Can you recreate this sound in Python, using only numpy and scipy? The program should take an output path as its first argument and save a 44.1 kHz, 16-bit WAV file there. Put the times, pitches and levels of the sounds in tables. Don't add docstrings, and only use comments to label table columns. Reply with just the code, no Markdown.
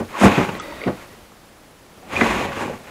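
import sys
import numpy as np
from scipy import signal
from scipy.fft import rfft, irfft
from scipy.io import wavfile
from scipy.ndimage import uniform_filter1d

SR = 44100
rng = np.random.default_rng(int(sys.argv[2]) if len(sys.argv) > 2 else 0)


def store_pcm(level_fs):
    pcm = np.round(np.clip(level_fs, -1, 1) * 32767).astype(np.int16)
    wavfile.write(sys.argv[1], SR, np.atleast_2d(pcm).T)


def amplitude_ratio(level_db):
    exponent = np.asarray(level_db, float) / 20
    return 10 ** exponent


N = 127890

# t/s, level/dB, box rumble/dB, grit/dB
PULL_DRAG = [
    (.085, -48.5, -20, -6),
    (.15, -36.5, -44, -25),
    (.2, -27, -28, 4.5),
    (.25, -17, 10.5, 2.5),
    (.3, -24.5, 7.5, -16),
    (.36, -25, -3, -24),
    (.45, -29.5, -23, -12),
    (.47, -34, 6.5, -12),
    (.6, -40, 6, -22),
]
PUSH_DRAG = [
    (1.97, -65.5, 23, -6),
    (2.08, -48.5, 3, -8),
    (2.13, -29.5, 1, -9),
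    (2.25, -23.5, 1.5, -7.5),
    (2.45, -28, 3.5, -11),
    (2.49, -35.5, 9.5, -18),
    (2.62, -30.5, -9, -1),
    (2.68, -37, 9.5, -6),
    (2.78, -46, 8.5, -1),
]
NUDGE_DRAG = [
    (2.79, -48, 10, -3),
    (2.835, -55, 14, 4),
    (2.845, -46, -12, -6),
    (2.865, -48, -3, -3),
    (2.876, -41, -27, -19),
    (2.9, -47, 6, -9),
]
SETTLE_DRAG = [
    (0, -35.5, 14.5, 6.2),
    (.04, -65, 3, 2),
    (.1, -70, 4, 4),
]
SCUFF_DRAG = [
    (.95, -47, 0, -6),
    (1.035, -45, -5, -10),
    (1.05, -50, -4, -6),
]
# f/Hz, level/dB
SCRAPE_SPECTRUM = [(100, -55), (220, -9), (500, -6), (1100, -6), (2600, -13), (4200, -24), (12500, -54.5),
                   (15500, -76)]
# f/Hz, width/Hz, level/dB
RUNNER_MODES = [(1100, 420, -12), (1527, 36, -14), (2300, 310, -1), (2490, 71, -7), (3500, 1100, -17),
                (6580, 760, -8), (11000, 700, -20.5)]
# t/s, level/dB, length/s, hardness/Hz
THUDS = [(0.001, -19, 0.017, 654), (0.022, -25.5, 0.023, 396), (0.211, -9, 0.011, 1100),
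         (0.231, -4, 0.014, 840), (0.253, -4.5, 0.025, 940), (0.281, -31, 0.024, 900),
         (0.375, -6, 0.015, 620), (0.392, -16, 0.014, 696), (0.404, -15.5, 0.0071, 900),
         (0.414, -13, 0.0038, 700), (0.429, -18, 0.0069, 600), (0.446, -21, 0.0097, 900),
         (0.486, -18, 0.011, 1210), (0.866, -15, 0.018, 600), (0.876, -13.5, .014, 870),
         (0.901, -22, .005, 700), (0.927, -28, 0.0098, 450), (2.211, -10.5, 0.011, 1200),
         (2.232, -14, 0.0036, 500), (2.254, -20, 0.0076, 1100), (2.381, -22, .012, 396),
         (2.57, -22, .008, 910), (2.607, -21, 0.018, 905), (2.621, -24, 0.021, 800), (2.639, -29, .01, 700),
         (2.653, -26, 0.0056, 450), (2.678, -23.5, 0.0063, 1000), (2.694, -35, 0.0094, 900),
         (2.732, -28.5, 0.0087, 1200)]
# f/Hz, level/dB, t60/s
BOX_MODES = [(95.4, -12.5, 0.13), (159, -4, 0.033), (237.5, 6.5, 0.035), (304.5, -3, 0.042),
             (380.4, 1.5, 0.068), (504.7, -9, 0.08), (571.5, -2.5, 0.057), (667, 0.5, 0.026),
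             (750, -7, 0.017), (837, -4.5, 0.066), (946, -0.5, 0.032), (1162, 5.5, 0.025),
             (1470, -31, 0.054), (2000, -12.5, 0.071)]
# t/s, level/dB, f/Hz, rise/s
SHOVES = [(0.257, -31, 70, .013), (0.41, -39, 62, 0.0082), (0.86, -16, 246, 0.0075),
          (.866, -18, 390, 0.0043), (.868, -22.5, 139, 0.01), (.876, -19, 246.4, 0.0052),
          (.38, -12.5, 242, 0.0077), (.243, -13.5, 520, .012), (2.215, -13.5, 240, 0.0043),
          (2.62, -32, 360, 0.017), (2.27, -31, 55.3, 0.033), (0.21, -14.5, 200, 0.019),
          (0.24, -12, 194, 0.0082)]
# t/s, peak level/dB, f/Hz, t60/s
TICKS = [(.68, -30.5, 582, 0.059), (0.14, -26, 1080, 0.021), (0.167, -25, 1000, 0.019),
         (0.354, -20, 2490, 0.053), (.49, -19, 890, 0.013), (.491, -26, 2820, 0.0073),
         (0.527, -39, 3000, 0.0052), (0.551, -31, 4040, 0.008), (.55, -25, 496, .01),
         (0.551, -23, 2000, 0.0068), (0.723, -27.5, 897, 0.029), (.815, -24.5, 2180, 0.016),
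         (.816, -32, 470, 0.034), (0.833, -28, 466, .015), (0.838, -20.5, 2390, 0.0078),
         (.839, -30, 513, .03), (.844, -28, 2300, 0.012), (.861, -32, 2200, 0.0089),
         (1.13, -44, 450, 0.033), (0.151, -23, 1100, 0.024), (1.319, -38.5, 1044, 0.02),
         (2.028, -37.5, 753, 0.071), (2.156, -18, 2300, 0.016), (2.164, -12, 2437, 0.026),
         (2.171, -23, 2540, 0.024), (2.19, -22, 2500, 0.017), (2.209, -9.5, 1490, 0.016),
         (2.211, -23, 955, 0.0087), (2.212, -9, 2030, 0.021), (2.223, -13, 1800, .003),
         (2.21, -12.5, 1210, .015), (2.213, -13, 1650, .012), (2.211, -16, 2400, .01),
           (2.215, -13, 700, .012), (2.262, -17, 1010, .015), (2.566, -27, 900, .02),
           (2.607, -23.5, 910, .025), (2.622, -24, 394, .04), (2.628, -23, 840, 0.03),
           (2.639, -26, 370, .04), (2.652, -22.5, 382, .015), (2.696, -23.5, 526, 0.048),
           (2.708, -25, 479, 0.05), (2.737, -26.5, 870, .015), (2.52, -27, 1490, .015),
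           (.214, -15, 1100, 0.018), (.283, -13.5, 1075, .025), (.335, -27, 2510, .04),
           (.41, -16.5, 1260, 0.029), (.885, -20, 496, .05), (.915, -27, 520, .012),
           (.592, -35, 3440, .012), (.839, -29, 2800, .006), (.815, -28, 1900, .006),
           (2.64, -27, 1040, .02), (2.68, -24, 790, 0.023)]
# f/Hz, level/dB, t60/s
GLASS_MODES = [(1263, 7, 0.047), (2400, -18, 0.019), (3400, -3.5, 0.04), (6170, -1, 0.022),
               (5950, -14, 0.14), (7840, -11, 0.021)]
# t/s, level/dB
ROLL_LEVEL = [
    (.6, -32),
    (.66, -35),
    (.78, -33.5),
    (.86, -31.5),
    (.96, -45),
    (1.15, -49),
]
# f/Hz, width/Hz, level/dB
BULB_MODES = [(306, 214, 9.5), (523, 180, 7), (910, 57, -6), (1900, 150, 5), (2400, 86, -3),
              (3710, 110, -1.5), (4550, 170, -3.5)]
# f/Hz, t60/s
ROOM_T60 = [(100, 0.21), (500, 0.22), (2000, 0.26), (8000, 0.15)]
# f/Hz, level/dB
AIR_SPECTRUM = [(15, -17), (25, -1), (116, -3), (198, -2.5), (246, -3), (457, -4.5), (537, -5),
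                (2490, -15.5), (15500, -27.5)]
# t/s, level/dB
HUSH_LEVEL = [
    (0, 6),
    (.6, 8.5),
    (1.05, 5.5),
    (1.3, 2),
    (1.8, 0.5),
    (2.05, 2.5),
    (2.9, 4.5),
]


def evened(x):
    return x / np.sqrt(np.mean(x ** 2) + 1e-20)


def read(points, hz):
    f, value = np.transpose(points)
    return np.interp(np.log(hz + 1), np.log(f + 1), value)


def add(mix, s, sound):
    part = mix[round(s * SR):][:len(sound)]
    part += sound[:len(part)]


def resonate(x, hz, width_hz):
    r = np.exp(-np.pi * abs(width_hz) / SR)
    return 2 * signal.lfilter([1 - r], [1, -r * np.exp(2j * np.pi * hz / SR)], x).real


def coloured(x, points):
    gain = amplitude_ratio(read(points, np.fft.rfftfreq(len(x), 1 / SR)))
    return irfft(rfft(x) * gain, len(x))


def band(x, low_hz, high_hz):
    sos = signal.butter(2, [low_hz, min(high_hz, SR / 2.2)], "bandpass", fs=SR, output="sos")
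    return signal.sosfilt(sos, x)


def clicks(per_s, spread_db):
    when = rng.random(N) < per_s / SR
    size = np.minimum(rng.exponential(1, N), 4)
    sign = rng.choice([-1., 1.], N)
    return evened(when * sign * amplitude_ratio(spread_db * size))


def along(rows, col, off_db):
    rows = np.array(rows)
    return np.interp(np.arange(N) / SR, rows[:, 0], rows[:, col], off_db, off_db)


def ring(modes, force):
    t = np.arange(int(.4 * SR)) / SR
    body = sum(amplitude_ratio(db - 60 * t / t60) * np.sin(2 * np.pi * hz * t) for hz, db, t60 in modes)
    return signal.fftconvolve(force, body)


def slide(rows):
    runner_db, rumble_db, grit_db = -12.5, -4.5, -18
    judder_db = 0.5 * evened(band(rng.standard_normal(N), 20.4, 30.4))
    slips = clicks(per_s=7000, spread_db=1) * amplitude_ratio(judder_db) * amplitude_ratio(along(rows, 1, -120))
    unit = np.sqrt(np.mean(slips ** 2))
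    scrape = coloured(slips, SCRAPE_SPECTRUM)
    scale = unit / np.sqrt(np.mean(band(scrape, 900, 4000) ** 2))
    runner = evened(sum(amplitude_ratio(db) * evened(resonate(slips, hz, w)) for hz, w, db in RUNNER_MODES))
    rumble = evened(ring(BOX_MODES, slips)[:N]) * amplitude_ratio(along(rows, 2, 0))
    grit = evened(band(slips, 4360, 10200)) * amplitude_ratio(along(rows, 3, 0))
    return scale * scrape + unit * (amplitude_ratio(runner_db) * runner + amplitude_ratio(rumble_db) * rumble + amplitude_ratio(grit_db) * grit)


def thud(s, db, length_s, hard_hz, noise, chance):
    wobble_db, hollow_db, crack_db = 4, 0.5, -1
    t = np.arange(len(noise)) / SR
    blow = (t / length_s) ** 0.52 * np.exp(-2 * t / length_s)
    box = np.zeros(len(t))
    for (hz, level_db, t60), c in zip(BOX_MODES, chance):
        swell = signal.fftconvolve(blow, amplitude_ratio(level_db - 60 * t / t60))[:len(t)]
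        dulling = 1 + (hz / hard_hz) ** 2
        box += swell / dulling * np.sin(2 * np.pi * hz * (1 + 0.021 * c) * t + 9 * c)
    box *= amplitude_ratio(wobble_db * evened(band(band(noise, 8.9, 79), 8.9, 79)))
    hollow = band(noise[::-1], 121, hard_hz) * blow
    crack = band(band(noise, 950, 2100), 640, 3400) * blow
    knock = box / abs(box).max() + amplitude_ratio(hollow_db) * hollow / abs(hollow).max() + amplitude_ratio(crack_db) * crack
    return s, amplitude_ratio(db) * knock


def shove(s, db, hz, rise_s):
    t = np.arange(int(.25 * SR)) / SR
    return s, amplitude_ratio(db) * t / rise_s * np.exp(1 - t / rise_s) * np.sin(2 * np.pi * hz * t)


def tick(s, db, hz, t60, noise):
    t = np.arange(len(noise)) / SR
    tap = band(noise * np.exp(-t / .001), hz / 1.6, hz * 1.6)
    tone = resonate(tap, hz, 1.33 / t60)
    return s, amplitude_ratio(db) * (tone / abs(tone).max() + 0.13 * tap / abs(tap).max())


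def bulb():
    clink_s, clink_db, snap_db, roll_wide_db = 0.598, -20, -4, 0
    bumps = band(clicks(per_s=2400, spread_db=2.6), 320, 4800) * amplitude_ratio(along(ROLL_LEVEL, 1, -120))
    lines = np.zeros(N)
    for hz, width_hz, db in BULB_MODES:
        line = resonate(resonate(bumps, hz, 1.3 * width_hz), hz, 1.1 * width_hz)
        lines += amplitude_ratio(db) * evened(line)
    wide = evened(band(bumps, 200, 1850))
    out = np.sqrt(np.mean(bumps ** 2)) * (evened(lines) + amplitude_ratio(roll_wide_db) * wide)
    clink = ring(GLASS_MODES, rng.standard_normal(600) * np.exp(-np.arange(600) / 130))
    add(out, clink_s, amplitude_ratio(clink_db) * clink / abs(clink).max())
    snap = rng.standard_normal(300) * np.exp(-np.arange(300) / 60)
    add(out, clink_s, amplitude_ratio(clink_db + snap_db) * band(band(snap, 4500, 8200), 4000, 7500))
    return out


def room(x):
    taps = np.zeros(SR)
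    at = np.arange(300, SR - 20, 20)
    taps[at + rng.integers(0, 20, len(at))] = rng.choice([-1., 1.], len(at))
    hz, t, z = signal.stft(taps, SR, nperseg=256)
    decay = amplitude_ratio(-60 * t / read(ROOM_T60, hz)[:, None])
    tail = signal.istft(z * decay, SR, nperseg=256)[1]
    return signal.fftconvolve(x, tail / np.linalg.norm(tail))[:N]


def air():
    air_db, cricket_db, whine_db = -48.5, -70, -74
    cricket_hz, cricket_width_hz, chirps_per_s, whine_hz = 10660, 280, 27, 7552
    t = np.arange(N) / SR
    hush = evened(coloured(rng.standard_normal(N), AIR_SPECTRUM))
    hush = hush * amplitude_ratio(0.41 * evened(band(rng.standard_normal(N), 2.2, 26)))
    chirps = rng.standard_normal(N) * (0.77 + .5 * np.sin(2 * np.pi * chirps_per_s * t)) ** 2
    for _ in range(2):
        chirps = resonate(chirps, cricket_hz, cricket_width_hz)
    whine = np.sin(2 * np.pi * whine_hz * t)
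    hush = amplitude_ratio(air_db + along(HUSH_LEVEL, 1, 0)) * hush
    return hush + amplitude_ratio(cricket_db) * evened(chirps) + amplitude_ratio(whine_db) * whine


def scene():
    mic_hz, room_db = 70, -12.5
    desk = bulb()
    for drag in (PULL_DRAG, PUSH_DRAG, NUDGE_DRAG, SETTLE_DRAG, SCUFF_DRAG):
        desk += slide(drag)
    for row in THUDS:
        add(desk, *thud(*row, rng.standard_normal(4000), rng.standard_normal(len(BOX_MODES))))
    for row in TICKS:
        add(desk, *tick(*row, rng.standard_normal(5000)))
    desk = signal.sosfilt(signal.butter(2, mic_hz, "highpass", fs=SR, output="sos"), desk)
    for row in SHOVES:
        add(desk, *shove(*row))
    return (desk + amplitude_ratio(room_db) * room(desk) + air())[None]


def top_cut(x):
    return signal.sosfilt(signal.butter(12, 15630, fs=SR, output="sos"), x)


def record(dry):
    edge_hz, drop_hz, drop_s, drop_length_s = 15700, 8700, .584, .03
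    spectrum = rfft(np.clip(dry, -1, 1))
    hz, t = np.fft.rfftfreq(N, 1 / SR), np.arange(N) / SR
    inside = abs(t - drop_s - drop_length_s / 2) < drop_length_s / 2
    lost = uniform_filter1d(1. * inside, size=150)
    limited = irfft(spectrum * (hz < edge_hz), N)
    top = irfft(spectrum * (hz > drop_hz) * (hz < edge_hz), N)
    return top_cut(limited - .97 * lost * top)


dry = scene()
out = record(dry)
store_pcm(out)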